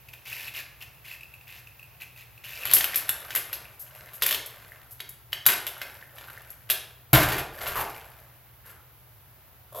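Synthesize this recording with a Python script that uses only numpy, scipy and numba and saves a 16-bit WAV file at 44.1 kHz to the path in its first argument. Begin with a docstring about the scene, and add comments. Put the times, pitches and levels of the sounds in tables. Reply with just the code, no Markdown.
"""A glass jar of fermenting mash on a table in a room, its metal lid eased open close to a stereo microphone.
First gas sputters through the wet thread and bubbles chirp past the seal. From about 2.6 s it spits
plugs of mash in sharp bursts while foam oozes and bubbles pop. At 7.1 s the seal blows with a thump,
mash spatters down and the last gas gushes through the foam. At 9.7 s the jar shifts on the table."""
import sys
import numpy as np
from scipy import signal
from scipy.fft import rfft, irfft
from scipy.io import wavfile
from scipy.ndimage import uniform_filter1d
from numba import njit

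SR = 44100
rng = np.random.default_rng(int(sys.argv[2]) if len(sys.argv) > 2 else 0)


def int16_out(signal):
    """Quantize to a 16-bit WAV file."""
    q = np.round(np.clip(np.atleast_2d(signal).T, -1, 1) * 32767)
    wavfile.write(sys.argv[1], SR, q.astype(np.int16))


N = 432180
TIME = np.arange(N) / SR
BLOWOUT_S = 7.131   # the seal gives way

# plugs spat from under the lid: (time [s], crack [dB], spray [dB], stutter length [s], gap resonance [Hz])
SPITS = [(2.653, -30, -27, 0.057, 2620), (2.712, -26, -20, 0.035, 3550), (2.735, -25, -4.5, 0.025, 5000),
         (2.766, -23, -24, 0.021, 3000), (2.807, -21, -33, 0, 3730), (2.841, -24.5, -21, 0.004, 2930),
         (2.943, -28, -28, 0, 4140), (2.957, -28.5, -13.5, 0.022, 3640),
         (3.091, -24.5, -14.5, 0.0078, 4130), (3.305, -31.5, -38.5, 0.028, 2400),
         (3.350, -27.5, -16.5, 0.03, 2160), (3.529, -33, -24.5, 0.025, 4340),
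         (4.221, -22, -17.5, 0.029, 3380), (4.262, -23.5, -14.5, 0.033, 2850),
         (4.309, -22.5, -19.5, 0.042, 3200), (5.002, -31.5, -49, 0.004, 3420),
         (5.329, -26.5, -29.5, 0, 3400), (5.463, -15, -3, 0.0092, 3860), (5.486, -20.5, -20, 0.051, 1930),
         (5.666, -31.5, -24, 0.022, 2900), (5.815, -30, -38, 0.015, 2270), (6.182, -41.5, -49, 0, 3000),
         (6.6995, -20, -13, 0.02, 3320)]
# mash flung onto hand and table, or squeezed; the blowout comes first: (time [s], level [dB], length [s])
SPLATS = [(7.1303, -9.5, 0.0037), (7.147, -19.5, 0.0045), (7.168, -27, 0.0026), (7.199, -23.5, 0.0017),
          (7.227, -22.5, 0.0039), (7.284, -31.5, 0.0035), (7.317, -28.5, 0.0043), (7.381, -28.5, 0.0031),
          (7.612, -44.5, 0.034), (7.665, -35.5, 0.027), (7.755, -36.5, 0.062), (8.651, -54.5, 0.065)]
# spectrum of gas in the gap under the lid: (frequency [Hz], level [dB])
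GAP_COLOUR = [(200, -22), (350, -15), (900, -8.5), (1900, -3.5), (2250, -1.5), (2580, 4.5), (3100, -3.5),
              (5000, -8), (9000, -12)]
# spectrum of fine spray: (frequency [Hz], level [dB])
SPRAY_COLOUR = [(1500, -26), (4500, -5.5), (8000, -1.5), (12000, 2), (15500, -3.5)]
# spectrum of squelching mash: (frequency [Hz], level [dB])
SQUELCH_COLOUR = [(120, 4), (220, -10), (370, -3), (700, 0), (1650, 5.5), (3000, 0), (6000, -10),
                  (15000, -18)]


def from_db(db):
    return 10 ** (np.asarray(db) / 20)


def unit_rms(x):
    return x / np.sqrt(np.mean(x ** 2) + 1e-20)


def at_hz(points, hz):
    """Read a table on a log-frequency axis."""
    knots, values = np.transpose(points)
    return np.interp(np.log(hz + 1), np.log(knots), values)


def latest(times):
    """Index of the event that began last, at every sample."""
    return np.maximum(np.searchsorted(times, TIME) - 1, 0)


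def butterworth(x, order, hz, kind):
    return signal.sosfilt(signal.butter(order, hz, kind, fs=SR, output="sos"), x)


def response(spectrum, size=4096):
    """Causal (minimum-phase) impulse response with the given gains."""
    hz = np.arange(size // 2 + 1) * SR / size
    cepstrum = irfft(np.log(from_db(at_hz(spectrum, hz))))
    cepstrum[1:size // 2] *= 2
    cepstrum[size // 2 + 1:] = 0
    return irfft(np.exp(rfft(cepstrum)))


def colour(x, spectrum):
    """Shape a white signal without changing its power."""
    taps = response(spectrum)
    return signal.oaconvolve(x, taps / np.linalg.norm(taps))[:N]


def bursts(times, levels_db, lengths, attack_s, release_s, sag_db_per_s=0):
    """Flow that opens, holds or sags for its length and dies as the gap closes."""
    flow = np.zeros(N)
    for s, db, length in np.broadcast(times, levels_db, lengths):
        span = slice(int(s * SR), int((s + length + 10 * release_s) * SR))
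        age = TIME[span] - TIME[span][0]
        opening = 1 - np.exp(-age / attack_s)
        closing = np.exp(-np.maximum(age - length, 0) / release_s)
        flow[span] += from_db(db - sag_db_per_s * age) * opening * closing
    return flow


def crackle(per_s, spread_db, hiss, even_s):
    """Clicks of uneven size over a share of smooth hiss; rms near 1 over any stretch of even_s."""
    sizes = from_db(spread_db * np.minimum(rng.exponential(1, N), 4)) * rng.choice([-1, 1], N)
    clicks = unit_rms(sizes * (rng.random(N) < per_s / SR)) + hiss * rng.standard_normal(N)
    local_power = np.abs(uniform_filter1d(clicks ** 2, int(even_s * SR) + 2))
    return clicks / np.sqrt(local_power + 1e-6)


def flutter(depth_db, grain_s=0.002):
    """Hiss let through in soft, uneven puffs; rms 1."""
    size = int(grain_s * SR)
    gate = unit_rms(uniform_filter1d(uniform_filter1d(rng.standard_normal(N), size), size))
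    return unit_rms(from_db(depth_db * np.minimum(gate, 2)) * rng.standard_normal(N))


def blips(times, levels_db, pitches, lengths, rise=0.16):
    """Each bubble swells and fades within a few cycles, its pitch rising by the given share."""
    out = np.zeros(N + SR)
    for s, db, hz, length, turn in np.broadcast(times, levels_db, pitches, lengths, rng.random(len(times))):
        progress = np.arange(int(length * SR)) / (length * SR)
        cycles = hz * length * (progress + rise * (progress - 0.5) ** 2 / 2)
        swell = from_db(db) * np.sin(np.pi * progress) ** 2
        start = int(s * SR)
        out[start:start + len(swell)] += swell * np.sin(2 * np.pi * (cycles + turn))
    return out[:N]


def froth(per_s, low_hz, high_hz, cycles=8, spread_db=3):
    """A cloud of bubbles, each with its own size and pitch; rms 1."""
    jitter, pitch, size = rng.random((per_s * N // SR, 3)).T
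    times = (np.arange(len(jitter)) + jitter) / per_s
    levels_db = spread_db * np.minimum(-np.log(size), np.pi)
    hz = low_hz * (high_hz / low_hz) ** pitch
    return unit_rms(blips(times, levels_db, hz, cycles / hz))


@njit
def resonate(x, angle, radius):
    """A resonance whose centre moves, with even gain for noise."""
    y = np.zeros(len(x))
    for i in range(2, len(x)):
        y[i] = x[i] - x[i - 2] + 2 * radius * np.cos(angle[i]) * y[i - 1] - radius * radius * y[i - 2]
    return y


def hollow(x, hz, width_hz):
    """Pass a white signal through an air pocket of changing pitch, keeping its power."""
    radius = np.exp(-np.pi * width_hz / SR)
    return resonate(x, 2 * np.pi * hz / SR, radius) * np.sqrt((1 - radius ** 2) / 2)


def bubbly(x, low_hz, high_hz, width_hz, life_s):
    """Each bubble lends its own pitch for a moment before the next takes over."""
    bubble = np.cumsum(rng.random(N) < 1 / (life_s * SR))
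    return hollow(x, low_hz * (high_hz / low_hz) ** rng.random(N)[bubble], width_hz)


def room_tone():
    """Low rumble and mains hum in the centre, with hiss spread wide across the channels."""
    # noise floor at the microphone: (frequency [Hz], level [dB])
    noise_floor = [(25, -30.5), (55, -4.5), (125, 3), (210, -17.5), (900, -14.5), (3000, -22.5),
                   (9500, -35), (11500, -17.5), (15500, -20)]
    mid, side = (colour(rng.standard_normal(N), noise_floor) for _ in range(2))
    side = from_db(-7.5) * side + butterworth(side, 1, 7000, "high")
    hum = from_db(-63.5) * np.sin(2 * np.pi * 60 * TIME) + from_db(-60.5) * np.sin(2 * np.pi * 120 * TIME)
    return from_db(-55) * (mid + side * [[1], [-1]]) + hum


def room(x, early=0.94, early_s=0.0043, build_s=0.0019):
    """Direct sound, strong early echoes off hands and table, then a diffuse tail that dies band by band."""
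    # decay of the room: (frequency [Hz], reverberation time [s])
    decay_times = [(150, 0.64), (550, 0.66), (1400, 0.6), (3700, 0.51), (10000, 0.39), (15000, 0.17)]
    # the close capsules differ mostly in the treble: (frequency [Hz], side against mid [dB])
    stereo_width = [(4000, -42.5), (8000, -10.5), (12000, -3.5)]
    # strength of the echoes: (frequency [Hz], level [dB])
    echo_levels = [(150, 5.0), (600, 1.5), (2500, -4.5), (10000, -1.0)]
    age, tail = TIME[:SR], 0
    onset = (1 - np.exp(-age / build_s)) * (1 + early * np.exp(-age / early_s))
    edges = np.geomspace(40, 18000, 14)
    for low, high in zip(edges, edges[1:]):
        hz = np.sqrt(low * high)
        mid, side = butterworth(rng.standard_normal((2, SR)), 2, [low, high], "band")
        side_share = 1 / (1 + from_db(-at_hz(stereo_width, hz)) ** 2)
        pair = np.sqrt(1 - side_share) * mid + np.sqrt(side_share) * side * [[1], [-1]]
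        fade = onset * from_db(-60 * age / at_hz(decay_times, hz))
        tail = tail + from_db(at_hz(echo_levels, hz)) * fade / np.linalg.norm(fade) * pair
    return x + signal.oaconvolve(x[None], tail, axes=1)[:, :N]


def microphone(pair, lag_s=3.5e-6):
    """Both capsules ring in the treble; the right one hears the jar duller and a hair later."""
    # the capsules peak in the top octave: (frequency [Hz], gain [dB])
    capsule_gains = [(8000, 1.5), (10000, -2), (11300, 15.5), (12300, 13.5), (14000, 9), (15800, 1)]
    # the right capsule points away from the jar: (frequency [Hz], gain [dB])
    off_axis_gains = [(4500, 0), (9000, -3.3)]
    left, right = (signal.oaconvolve(x, response(capsule_gains))[:N] for x in pair)
    hz = np.arange(N // 2 + 1) * SR / N
    off_axis = from_db(at_hz(off_axis_gains, hz)) * np.exp(-2j * np.pi * lag_s * hz)
    return np.array([left, irfft(rfft(right) * off_axis, N)])


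def scuff(q=11):
    """The jar shifts on the table: a light knock, then a short judder that rings glass and wood."""
    # knock and judder: (time [s], level [dB], length [s])
    shifts = [(9.723, -50.5, 0.0064), (9.746, -43.5, .06)]
    # jar and table top as they rub: (frequency [Hz], level [dB])
    modes = [(490, -2.5), (690, -4), (1080, -5.5), (3520, -14.5)]
    motion = bursts(*np.transpose(shifts), attack_s=0.0008, release_s=0.0058)
    slips = crackle(per_s=500, spread_db=2, hiss=0.5, even_s=0.01)
    body = sum((-1) ** k * from_db(db) * hollow(slips, np.full(N, hz), hz / q)
               for k, (hz, db) in enumerate(modes))
    return motion * (body + from_db(-8) * colour(slips, SPRAY_COLOUR))


def ooze(creep_db=-75):
    """Foam creeps, and surges until its pressure is spent; bubbles squelch, gurgle or tick by size."""
    # surges of foam over the rim: (time [s], level [dB], length [s])
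    surges = [(2.545, -47, 0.97), (3.817, -55, 0.9), (5.608, -52, 0.28), (6.12, -52.5, 0.16),
              (7.526, -41.5, 0.21)]
    flow = from_db(creep_db) + bursts(*np.transpose(surges), attack_s=0.056, release_s=0.21, sag_db_per_s=5)
    squelch = from_db(-6.5) * froth(per_s=110, low_hz=1185, high_hz=3000, spread_db=2.5)
    gurgle = from_db(-11.5) * froth(per_s=90, low_hz=500, high_hz=1082)
    fizz = from_db(-10) * colour(crackle(per_s=160, spread_db=4.5, hiss=0.3, even_s=0.15), SPRAY_COLOUR)
    wet_hiss = from_db(-2) * colour(flutter(depth_db=9.5), SQUELCH_COLOUR)
    return flow * (squelch + gurgle + wet_hiss + fizz)


def sputter(seep_db=-65, thread_full_s=2.6):
    """Gas fizzes through the wet thread in small bubbles and bursting films, coloured by the lid's gap."""
    # leaks through the thread: (time [s], level [dB], length [s])
    leaks = [(0.085, -43, 0.0029), (0.129, -41.5, 0.0086), (0.253, -42, 0.24), (0.538, -38.5, 0.071),
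             (0.806, -44, 0.029), (1.043, -48, 0.11), (1.469, -51.5, 0.13), (2, -46, 0.033),
             (2.167, -52.5, 0.056), (2.435, -44, 0.11), (2.546, -44, 0.46)]
    seep = from_db(seep_db) * (TIME < thread_full_s)   # stops once mash fills the thread
    flow = bursts(*np.transpose(leaks), attack_s=0.0022, release_s=0.0038) + seep
    bubbles = from_db(-10) * froth(per_s=700, low_hz=1684, high_hz=7200)
    films = from_db(-5.5) * crackle(per_s=750, spread_db=3.5, hiss=0.3, even_s=0.03)
    return colour(flow * (films + bubbles), GAP_COLOUR)


def chirps(pocket_hz=2600, length_s=0.0065):
    """A bubble slips past the seal, sounds the pocket under the lid and lets out a wisp of gas."""
    # bubbles squeezing past the rubber seal: (time [s], level [dB])
    escapes = [(0.326, -28), (1.083, -43), (1.112, -32.5), (1.207, -39), (1.231, -37.5), (1.337, -39.5),
               (1.409, -45), (1.670, -39.5), (1.793, -40.5), (1.827, -40), (2.017, -34), (2.160, -43.5),
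               (2.376, -43.5), (2.632, -28)]
    s, level_db = np.transpose(escapes)
    half_s = length_s / 2
    wisp = bursts(s, level_db, half_s, attack_s=half_s, release_s=half_s) * rng.standard_normal(N)
    return blips(s, level_db, pocket_hz, length_s) + from_db(-9) * colour(wisp, GAP_COLOUR)


def pops(gulp_hz=1755, gulp_s=0.002, gulp_over_crack_db=2.5):
    """Short notes of bursting bubbles, and the gulp of each plug coming unstuck."""
    # single bubbles bursting: (time [s], level [dB], pitch [Hz])
    bubbles = [(2.934, -26, 1940), (3.653, -38, 2530), (4.719, -35, 1870), (5.329, -20, 3140),
               (5.766, -35.5, 1430), (6.025, -35, 1790), (6.284, -36, 1480), (6.375, -34.5, 1800)]
    notes = blips(*np.transpose(bubbles), lengths=0.0036)
    spit_s, crack_db, *_ = np.transpose(SPITS)
    return notes + blips(spit_s, crack_db + gulp_over_crack_db, gulp_hz, gulp_s)


def gush(sink_octaves=0.42):
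    """Once the seal is gone, frothy gas sounds a hollow in the foam; the pitch sinks as the hollow swells."""
    # puffs of gas through the foam: (time [s], level [dB], length [s], starting resonance [Hz])
    puffs = [(7.611, -36.5, 0.024, 640), (7.752, -25, 0.06, 1160), (8.095, -60, 0.15, 780),
             (8.639, -52, 0.14, 1620)]
    s, level_db, length, start_hz = np.transpose(puffs)
    puff = latest(s)
    progress = np.clip((TIME - s[puff]) / length[puff], 0, 2)
    hz = start_hz[puff] * 2 ** (-sink_octaves * progress)
    gas = hollow(crackle(per_s=900, spread_db=4, hiss=0.5, even_s=0.03), hz, width_hz=330)
    flow = bursts(s, level_db, length, attack_s=0.0021, release_s=0.02)
    return from_db(-8) * flow * butterworth(gas, 2, [330, 2600], "band")


def splats(lumps=18, rain_s=0.27, lump_s=0.0038, sag_db_per_s=17):
    """Mash slaps down after the blowout in a mist of fine spray; small lumps follow, ever weaker."""
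    ages = (np.arange(lumps) + rng.random(lumps)) * rain_s / lumps
    rain = [(BLOWOUT_S + age, -33 - sag_db_per_s * age, lump_s) for age in ages]
    s, level_db, length = np.transpose([*SPLATS, *rain])
    wet = flutter(depth_db=2.5) + from_db(-15) * froth(per_s=300, low_hz=305.8, high_hz=1890)
    slaps = bursts(s, level_db, length, attack_s=0.0028, release_s=0.013) * wet
    mist = bursts(s, level_db, length, attack_s=0.001, release_s=0.0027)
    mist *= crackle(per_s=900, spread_db=5, hiss=0.3, even_s=0.03)
    return from_db(-2) * colour(slaps, SQUELCH_COLOUR) + from_db(-6.5) * colour(mist, SPRAY_COLOUR)


def thud(push_s=0.0059, recoil_db=-27, landing_db=-7.5):
    """A low, ringing thump, set off lightly by each spit and splat, hard by the blowout."""
    # low ringing of the thump and the room: (frequency [Hz], level [dB], time to fall 60 dB [s])
    modes = [(62, -25, .28), (134, -7, 0.13), (318.2, -16, 0.15), (634, -22.5, 0.25), (683, -26.5, 0.38)]
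    recoils = [(s, spray_db + recoil_db) for s, _, spray_db, *_ in SPITS]
    landings = [(s, db + landing_db) for s, db, _ in SPLATS[1:]]
    kicks = np.zeros(N)
    for s, db in recoils + landings + [(BLOWOUT_S, 0)]:
        kicks[int(s * SR)] += from_db(db)
    age = TIME[:SR]
    ring = sum((-1) ** k * from_db(db - 60 * age / t60) * np.sin(2 * np.pi * hz * age)
               for k, (hz, db, t60) in enumerate(modes))
    return signal.oaconvolve(kicks, ring * (1 - np.exp(-age / push_s)))[:N]


def gap_openings(lead_s=0.0088, lead_db=-18.5, stutter_s=0.00908, max_flaps=16):
    """A plug leaks, lets go, then the gap flaps unevenly and weaker: (time [s], crack [dB], spray [dB])."""
    rows = []
    for s, crack_db, spray_db, length, _ in SPITS:
        ages = stutter_s * np.cumsum(0.5 + rng.random(max_flaps))
        scatter_db = 3.5 * rng.standard_normal(max_flaps)
        leak = (s - lead_s, crack_db + lead_db, spray_db + 2 * lead_db)
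        flaps = [(s + age, crack_db - 6.5 + db, spray_db - 12 + db)
                 for age, db in zip(ages, scatter_db) if age < length]
        rows += [leak, (s, crack_db, spray_db), *flaps]
    return rows


def spits(open_s=0.0022, rise_octaves=0.7, rise_s=0.0024, jump_ratio=1.14):
    """Each plug lets go with a wet crack and a jet of spray; the gap rings and droplets trail behind."""
    # thin jets of gas and fine spray, with no plug: (time [s], level [dB], length [s])
    jets = [(2.781, -21.5, 0.0033), (3.794, -42.5, 0.032), (4.134, -44, 0.029), (4.46, -32, 0.0018),
            (4.908, -45, .02), (5.09, -35.5, 0.0033), (6.502, -38.5, 0.003)]
    # spectrum of a plug letting go: (frequency [Hz], level [dB])
    crack_colour = [(80, -12), (240, -20), (370, -4), (800, -4.5), (1600, -2.5), (3300, 0.5), (5500, -13.5),
                    (15000, -10.5)]
    s, crack_db, spray_db = np.transpose(gap_openings())
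    crack = bursts(s, crack_db, open_s, attack_s=0.0024, release_s=0.0029)
    crack *= crackle(per_s=2200, spread_db=-0.5, hiss=1.0, even_s=0.0046)
    # the gap's resonance sweeps up as it opens, then jumps about as mash passes
    start, *_, gap_hz = np.transpose(SPITS)
    plug = latest(start)
    narrowness = np.exp(-np.abs(TIME - start[plug]) / rise_s)
    hz = gap_hz[plug] * 2 ** (-rise_octaves * narrowness)
    ring = bubbly(crack, low_hz=hz / jump_ratio, high_hz=hz * jump_ratio, width_hz=1150, life_s=0.0015)
    spray = bursts(s, spray_db, open_s, attack_s=0.0013, release_s=0.0014)
    spray += bursts(*np.transpose(jets), attack_s=0.0007, release_s=0.0051)
    spray *= crackle(per_s=2000, spread_db=2.5, hiss=0.38, even_s=0.0019)
    droplets = bursts(s, spray_db, open_s, attack_s=0.0017, release_s=0.0049)
    droplets *= crackle(per_s=400, spread_db=5, hiss=0.2, even_s=0.02)
    mist = colour(from_db(-7) * spray + from_db(-13) * droplets, SPRAY_COLOUR)
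    return from_db(-3.5) * colour(crack, crack_colour) + ring + mist


def scene():
    """The jar close to the microphone, with the room's echo and tone behind it."""
    jar = sputter() + chirps() + spits() + pops() + ooze() + splats() + gush() + scuff()
    thump = thud()   # close and low: little of it feeds the diffuse echo
    return microphone(room(jar + from_db(-11) * thump) + thump) + room_tone()


def record(dry, cutoff_hz=15900):
    """The recorder rounds the highest peaks and cuts the top treble steeply."""
    rounded = 1.175 * np.tanh(dry / 1.248)
    return signal.sosfilt(signal.ellip(10, 0.1, 70, cutoff_hz, fs=SR, output="sos"), rounded)


dry = scene()
out = record(dry)
int16_out(out)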